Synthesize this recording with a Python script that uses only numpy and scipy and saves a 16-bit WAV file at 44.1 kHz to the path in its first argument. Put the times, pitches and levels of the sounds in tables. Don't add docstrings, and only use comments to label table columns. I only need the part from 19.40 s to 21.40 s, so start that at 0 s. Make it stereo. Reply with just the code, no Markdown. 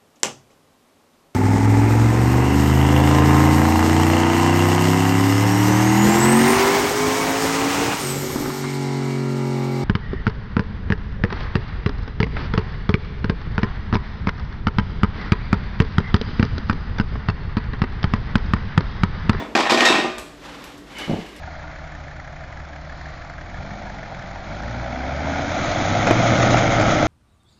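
import sys
import numpy as np
from scipy import signal
from scipy.fft import rfft, irfft, next_fast_len
from scipy.io import wavfile
from scipy.ndimage import map_coordinates

SR = 44100
rng = np.random.default_rng(int(sys.argv[2]) if len(sys.argv) > 2 else 0)


def dump_mix(stems):
    frames = np.atleast_2d(stems).T
    limited = np.clip(frames, -1, 1)
    pcm = np.round(limited * 32767).astype(np.int16)
    wavfile.write(sys.argv[1], SR, pcm)


N = 88200

# (frequency [Hz], left-right correlation [0..1])
STEREO_LIKENESS = [(40, 1), (150, 1), (500, 0.86), (2000, 0.72), (4000, 0.83), (8000, 0.57), (13000, 0.22)]


def amp(db):
    return 10 ** (np.asarray(db) / 20)


def unit(x):
    return x / np.sqrt(np.mean(x ** 2) + 1e-20)


def along(points, hz):
    freqs, values = np.transpose(points)
    return np.interp(np.log(hz + 1), np.log(freqs + 1), values)


def wobble(per_s):
    return map_coordinates(rng.standard_normal(4096), [np.arange(N) * per_s / SR], mode="wrap")


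def filtered(x, response):
    size = next_fast_len(N + SR // 4)
    return irfft(rfft(x, size) * response(np.fft.rfftfreq(size, 1 / SR)), size)[..., :N]


def noise(tone):
    def response(hz):
        spread = np.arccos(along(STEREO_LIKENESS, hz)) / 2
        return amp(tone(hz)) * [np.cos(spread), np.sin(spread)]
    mid, side = filtered(rng.standard_normal((2, N)), response)
    return unit(np.array([mid + side, mid - side]))


def decay(x, t60_curve):
    hz, t, spectra = signal.stft(x[:, :SR * 7 // 10], SR, nperseg=256)
    fade = amp(-60 * t / along(t60_curve, hz)[:, None])
    return signal.istft(spectra * fade, SR, nperseg=256)[1]


def add(track, start_s, sound):
    start = round(start_s * SR)
    part = sound[:, :N - start]
    track[:, start:start + part.shape[1]] += part


def ring(modes, attack_s=0.00021):
    t, out = np.arange(SR) / SR, np.zeros((2, SR))
    for hz, db, t60 in modes:
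        spread = np.arccos(along(STEREO_LIKENESS, hz)) * rng.standard_normal() / 2
        phase = rng.uniform(0, 2 * np.pi) + np.array([[spread], [-spread]])
        envelope = amp(db + rng.standard_normal() - 60 * t / t60)
        out += envelope * np.sin(2 * np.pi * hz * t + phase)
    return out * (1 - np.exp(-t / attack_s))


def room(x, wet_db):
    # (frequency [Hz], t60 [s])
    tail_t60 = [(100, 0.25), (500, 0.56), (2000, 0.65), (6000, 0.59), (13000, 0.42)]
    build_up_s = 0.0024
    tail = decay(noise(np.zeros_like), tail_t60)
    t = np.arange(tail.shape[1]) / SR
    tail *= 1 - np.exp(-(t / build_up_s) ** 2)
    tail /= np.linalg.norm(tail[0])
    return x + amp(wet_db) * signal.fftconvolve(x, tail, axes=1)[:, :N]


def plate_clatter(band_db):
    band_hz = (280, 900, 2500, 6000)
    # (frequency [Hz], level [dB])
    plate_tone = [(40, -21), (110, -16), (170, -6.5), (240, -1.5), (350, 0), (520, -4), (750, 2.5),
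                  (1100, -2), (1450, -3), (2500, -7), (3200, -5.5), (5000, -8), (8000, -17), (9400, -24.5),
                  (14500, -37.5)]
    # (frequency [Hz], t60 [s])
    plate_t60 = [(150, 0.39), (1000, .2), (4000, 0.22), (12000, 0.23)]
    blow_eq = list(zip(band_hz, band_db))
    plates = filtered(noise(lambda hz: along(plate_tone, hz)), lambda hz: amp(along(blow_eq, hz)))
    chatter = unit(amp(3.5 * wobble(per_s=269)))
    return amp(3) * decay(plates * chatter, plate_t60)


def barbell():
    # (time [s], bass [dB], middle [dB], bite [dB], treble [dB], frame ring [dB], bar ring [dB])
    blows = [(0.0, -24.5, -28, -35, -44, -58, -54), (0.021, -50, -34.5, -32, -82, -63, -46.5),
             (0.084, -33, -37, -71, -71, -48, -71), (0.1514, -16.5, -10.5, -13.5, -20, -20, -26.5),
             (0.199, -41, -20, -23, -27.5, -31.5, -42), (0.2548, -48, -18, -21, -38, -51, -27.5),
             (0.2965, -16.5, -13.5, -13.5, -15.5, -29, -37),
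             (0.3190, -20, -18.5, -22.5, -26.5, -17.5, -28.5), (0.344, -35, -16, -23.5, -28.5, -29, -30),
             (0.3742, -22.5, -21, -15.5, -21, -24, -25), (0.4063, -19.5, -16.5, -12.5, -21, -22, -31.5),
             (0.421, -28, -25, -30, -29, -27, -27), (0.4501, -23, -16, -16.5, -13.5, -43, -19.5),
             (0.461, -35, -20, -31, -30, -36, -15.5), (0.487, -36, -13.5, -15.5, -22.5, -29, -20.5),
             (0.502, -16.5, -21.5, -29, -27, -20, -30), (0.525, -22, -16.5, -16.5, -28.5, -33, -44),
             (0.553, -27, -23, -16, -27, -28.5, -24.5), (0.585, -22.5, -35, -22.5, -30, -23, -32),
             (0.643, -26.5, -27, -31, -46, -24, -44)]
    # (frequency [Hz], level [dB], t60 [s])
    ping_modes = [(2448, 3, 0.032)]
    # (frequency [Hz], level [dB], t60 [s])
    frame_modes = [(165, -16.5, 0.32), (240.8, -5, 0.39), (255, -18.5, .2), (323.5, -3, 0.22),
                   (352, 2, 0.17), (367.4, -8.5, 0.47), (425.2, -6, 0.26), (602.4, -9.5, 0.91),
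                   (658, -6, 0.64), (767, -2, 0.22), (798, -2.5, 0.23), (967, -5, 0.11), (1009.5, -4, 0.27),
                   (1202, -7, 0.6)]
    # (frequency [Hz], level [dB], t60 [s])
    bar_modes = [(1788, -2.5, 0.39), (1866.3, 5, 0.27), (2122, -8, 0.35), (2520, -14, 0.26),
                 (2575, -18, 0.74), (2662, -7, 0.6), (3258, -18, 1), (3730, -7, .45), (3740, -15, 0.35),
                 (3970, -7.5, 0.27), (4120, -15, .3), (6083, -14.5, 0.27), (7750, -24, 0.32),
                 (8020, -23.5, 0.47)]
    # (frequency [Hz], level [dB], t60 [s])
    hook_modes = [(239, -29.5, 0.18), (458, -33, 0.31), (932, -32, 0.18), (1870, -31, 0.18),
                  (2460, -38.5, 0.15), (3160, -47, 0.27), (3467, -39.5, 0.31)]
    ping_pivot_db, ping_expansion = -17, 0.53
    hits, rings = np.zeros((2, N)), np.zeros((2, N))
    for start_s, bass, middle, bite, treble, frame_db, bar_db in blows:
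        add(hits, start_s, plate_clatter((bass, middle, bite, treble)))
        ping_db = bite + ping_expansion * (bite - ping_pivot_db)
        add(hits, start_s, amp(ping_db) * ring(ping_modes))
        add(rings, start_s, amp(frame_db) * ring(frame_modes) + amp(bar_db) * ring(bar_modes))
    add(rings, 0, ring(hook_modes))
    low_cut = signal.butter(2, 147, "high", fs=SR, output="sos")
    return signal.sosfilt(low_cut, room(hits, wet_db=-3.5) + rings)


def room_tone():
    # (frequency [Hz], level [dB])
    air_tone = [(15, -41), (25, -15.5), (54, -4), (86, -14), (186, -5.5), (237, -12.5), (293, -7),
                (415, -9), (790, -16.5), (1500, -21), (1910, -17), (2430, -28), (2850, -22), (15000, -41.5)]
    # (frequency [Hz], level [dB])
    partials = [(52, -56.5), (292, -50.5)]
    t, hum = np.arange(N) / SR, np.zeros(N)
    for hz, db in partials:
        level = np.sqrt(2) * amp(db + 1.6 * wobble(per_s=8.24))
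        drift = 0.5 * wobble(per_s=7.35)
        hum += level * np.sin(2 * np.pi * hz * t + drift)
    return amp(-45.5) * noise(lambda hz: along(air_tone, hz)) + hum


def taps(contacts, tone, t60_s, attack_s):
    t, out = np.arange(N) / SR, np.zeros((2, N))
    for start_s, db in contacts:
        envelope = amp(db - 60 * t / t60_s) * (1 - np.exp(-t / attack_s))
        add(out, start_s, envelope * noise(lambda hz: along(tone, hz)))
    return out


def collar_clicks():
    # (time [s], level [dB])
    clicks = [(0.7827, -25.5), (0.795, -33), (1.2406, -32.5), (1.3783, -41.5), (1.5849, -30.5),
              (1.8632, -45), (1.8862, -46), (1.9635, -38.5)]
    # (frequency [Hz], level [dB])
    click_tone = [(300, 6), (1500, 5.5), (4500, -1), (8000, -1), (13000, -7), (15000, -37)]
    rasp = taps(clicks, click_tone, t60_s=0.056, attack_s=0.00021)
    snap = taps(clicks, click_tone, t60_s=0.0045, attack_s=0.0001)
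    return room(amp(-3) * rasp + amp(4) * snap, wet_db=-1.5)


def rubbing(movement, tone):
    level_db = np.interp(np.arange(N) / SR, *np.transpose(movement), left=-100)
    return amp(level_db) * unit(noise(tone) * amp(wobble(per_s=76)))


def clothes_rustle():
    # (time [s], level [dB])
    drag = [(0.95, -65), (1.02, -47), (1.045, -38), (1.15, -40), (1.28, -42), (1.34, -46), (1.45, -58),
            (1.52, -40.5), (1.59, -39), (1.68, -38.5), (2.0, -63)]
    # (frequency [Hz], level [dB])
    cloth_tone = [(88, -59), (150, -14.5), (289, -5), (324, -21), (556, -6.5), (674, -14.5), (787, -9),
                  (3540, -17.5), (12100, -37), (15000, -64)]
    return rubbing(drag, lambda hz: along(cloth_tone, hz))


def shoe_scuff():
    # (time [s], level [dB])
    slide = [(1.47, -47), (1.54, -64), (1.595, -31), (1.645, -38.5), (1.69, -42), (1.82, -40.5),
             (1.88, -45), (2.0, -45)]
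    # (frequency [Hz], level [dB])
    slide_tone = [(180, -34), (300, 1), (423, -2), (490, -7), (1250, -5.5), (1370, -21), (1620, -4),
                  (3020, -8.5), (4250, -13), (12500, -32.5), (15000, -53)]
    # (time [s], level [dB])
    squeak = [(1.48, -64), (1.56, -39), (1.64, -35.5), (1.69, -43), (1.82, -47.5), (1.9, -56), (2.0, -55)]
    # (frequency [Hz], half-width [Hz], level [dB])
    peaks = [(1650, 90, -14), (2180, 110, -3.5), (2960, 92, -2)]

    def squeak_tone(hz):
        gain = sum(amp(db) / (1 + ((hz - centre) / width) ** 2) for centre, width, db in peaks)
        return 20 * np.log10(gain)
    return rubbing(slide, lambda hz: along(slide_tone, hz)) + rubbing(squeak, squeak_tone)


def footfall():
    # (time [s], level [dB])
    thuds = [(1.677, -26.5), (1.694, -19), (1.710, -19), (1.73, -18.5), (1.763, -28), (1.786, -29)]
    # (frequency [Hz], level [dB])
    thud_tone = [(30, -10), (60, -10), (100, -16), (130, -16), (175, -1.5), (230, -4), (400, -7),
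                 (750, -10.5), (1300, -28.5), (4000, -49), (12000, -67)]
    # (frequency [Hz], level [dB], t60 [s])
    floor_modes = [(102, -6.5, 0.1), (175.8, 0.5, 0.17), (209, 3, 0.063), (320, -1.5, 0.054)]
    attack_s = 0.0024
    foot = taps(thuds, thud_tone, t60_s=0.092, attack_s=attack_s)
    for start_s, db in thuds:
        add(foot, start_s, amp(db) * ring(floor_modes, attack_s))
    return room(foot, wet_db=-8)


def scene():
    # (frequency [Hz], left over right [dB])
    balance = [(60, 12.5), (300, 9), (700, 6), (1400, 3), (3000, 2), (6000, 3), (12000, 0.8)]
    # (frequency [Hz], left lead [rad])
    lead = [(100, 0.5), (860, -.45), (2900, 0.46), (7000, 0.5), (9100, -2.5), (11000, -2), (12500, 0.5)]
    sides = np.array([[0.5], [-0.5]])
    mix = barbell() + room_tone() + collar_clicks() + clothes_rustle() + shoe_scuff() + footfall()
    return filtered(mix, lambda hz: amp(sides * along(balance, hz)) * np.exp(1j * sides * along(lead, hz)))


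def record(dry):
    # (frequency [Hz], gain [dB])
    roll_off = [(13600, 0), (14500, -13), (15200, -18)]
    ceiling, top_hz = 1.05, 15200
    rounded = dry / (1 + np.abs(dry / ceiling) ** 4) ** (1 / 4)
    return filtered(rounded, lambda hz: amp(along(roll_off, hz)) * (hz < top_hz))


dry = scene()
out = record(dry)
dump_mix(out)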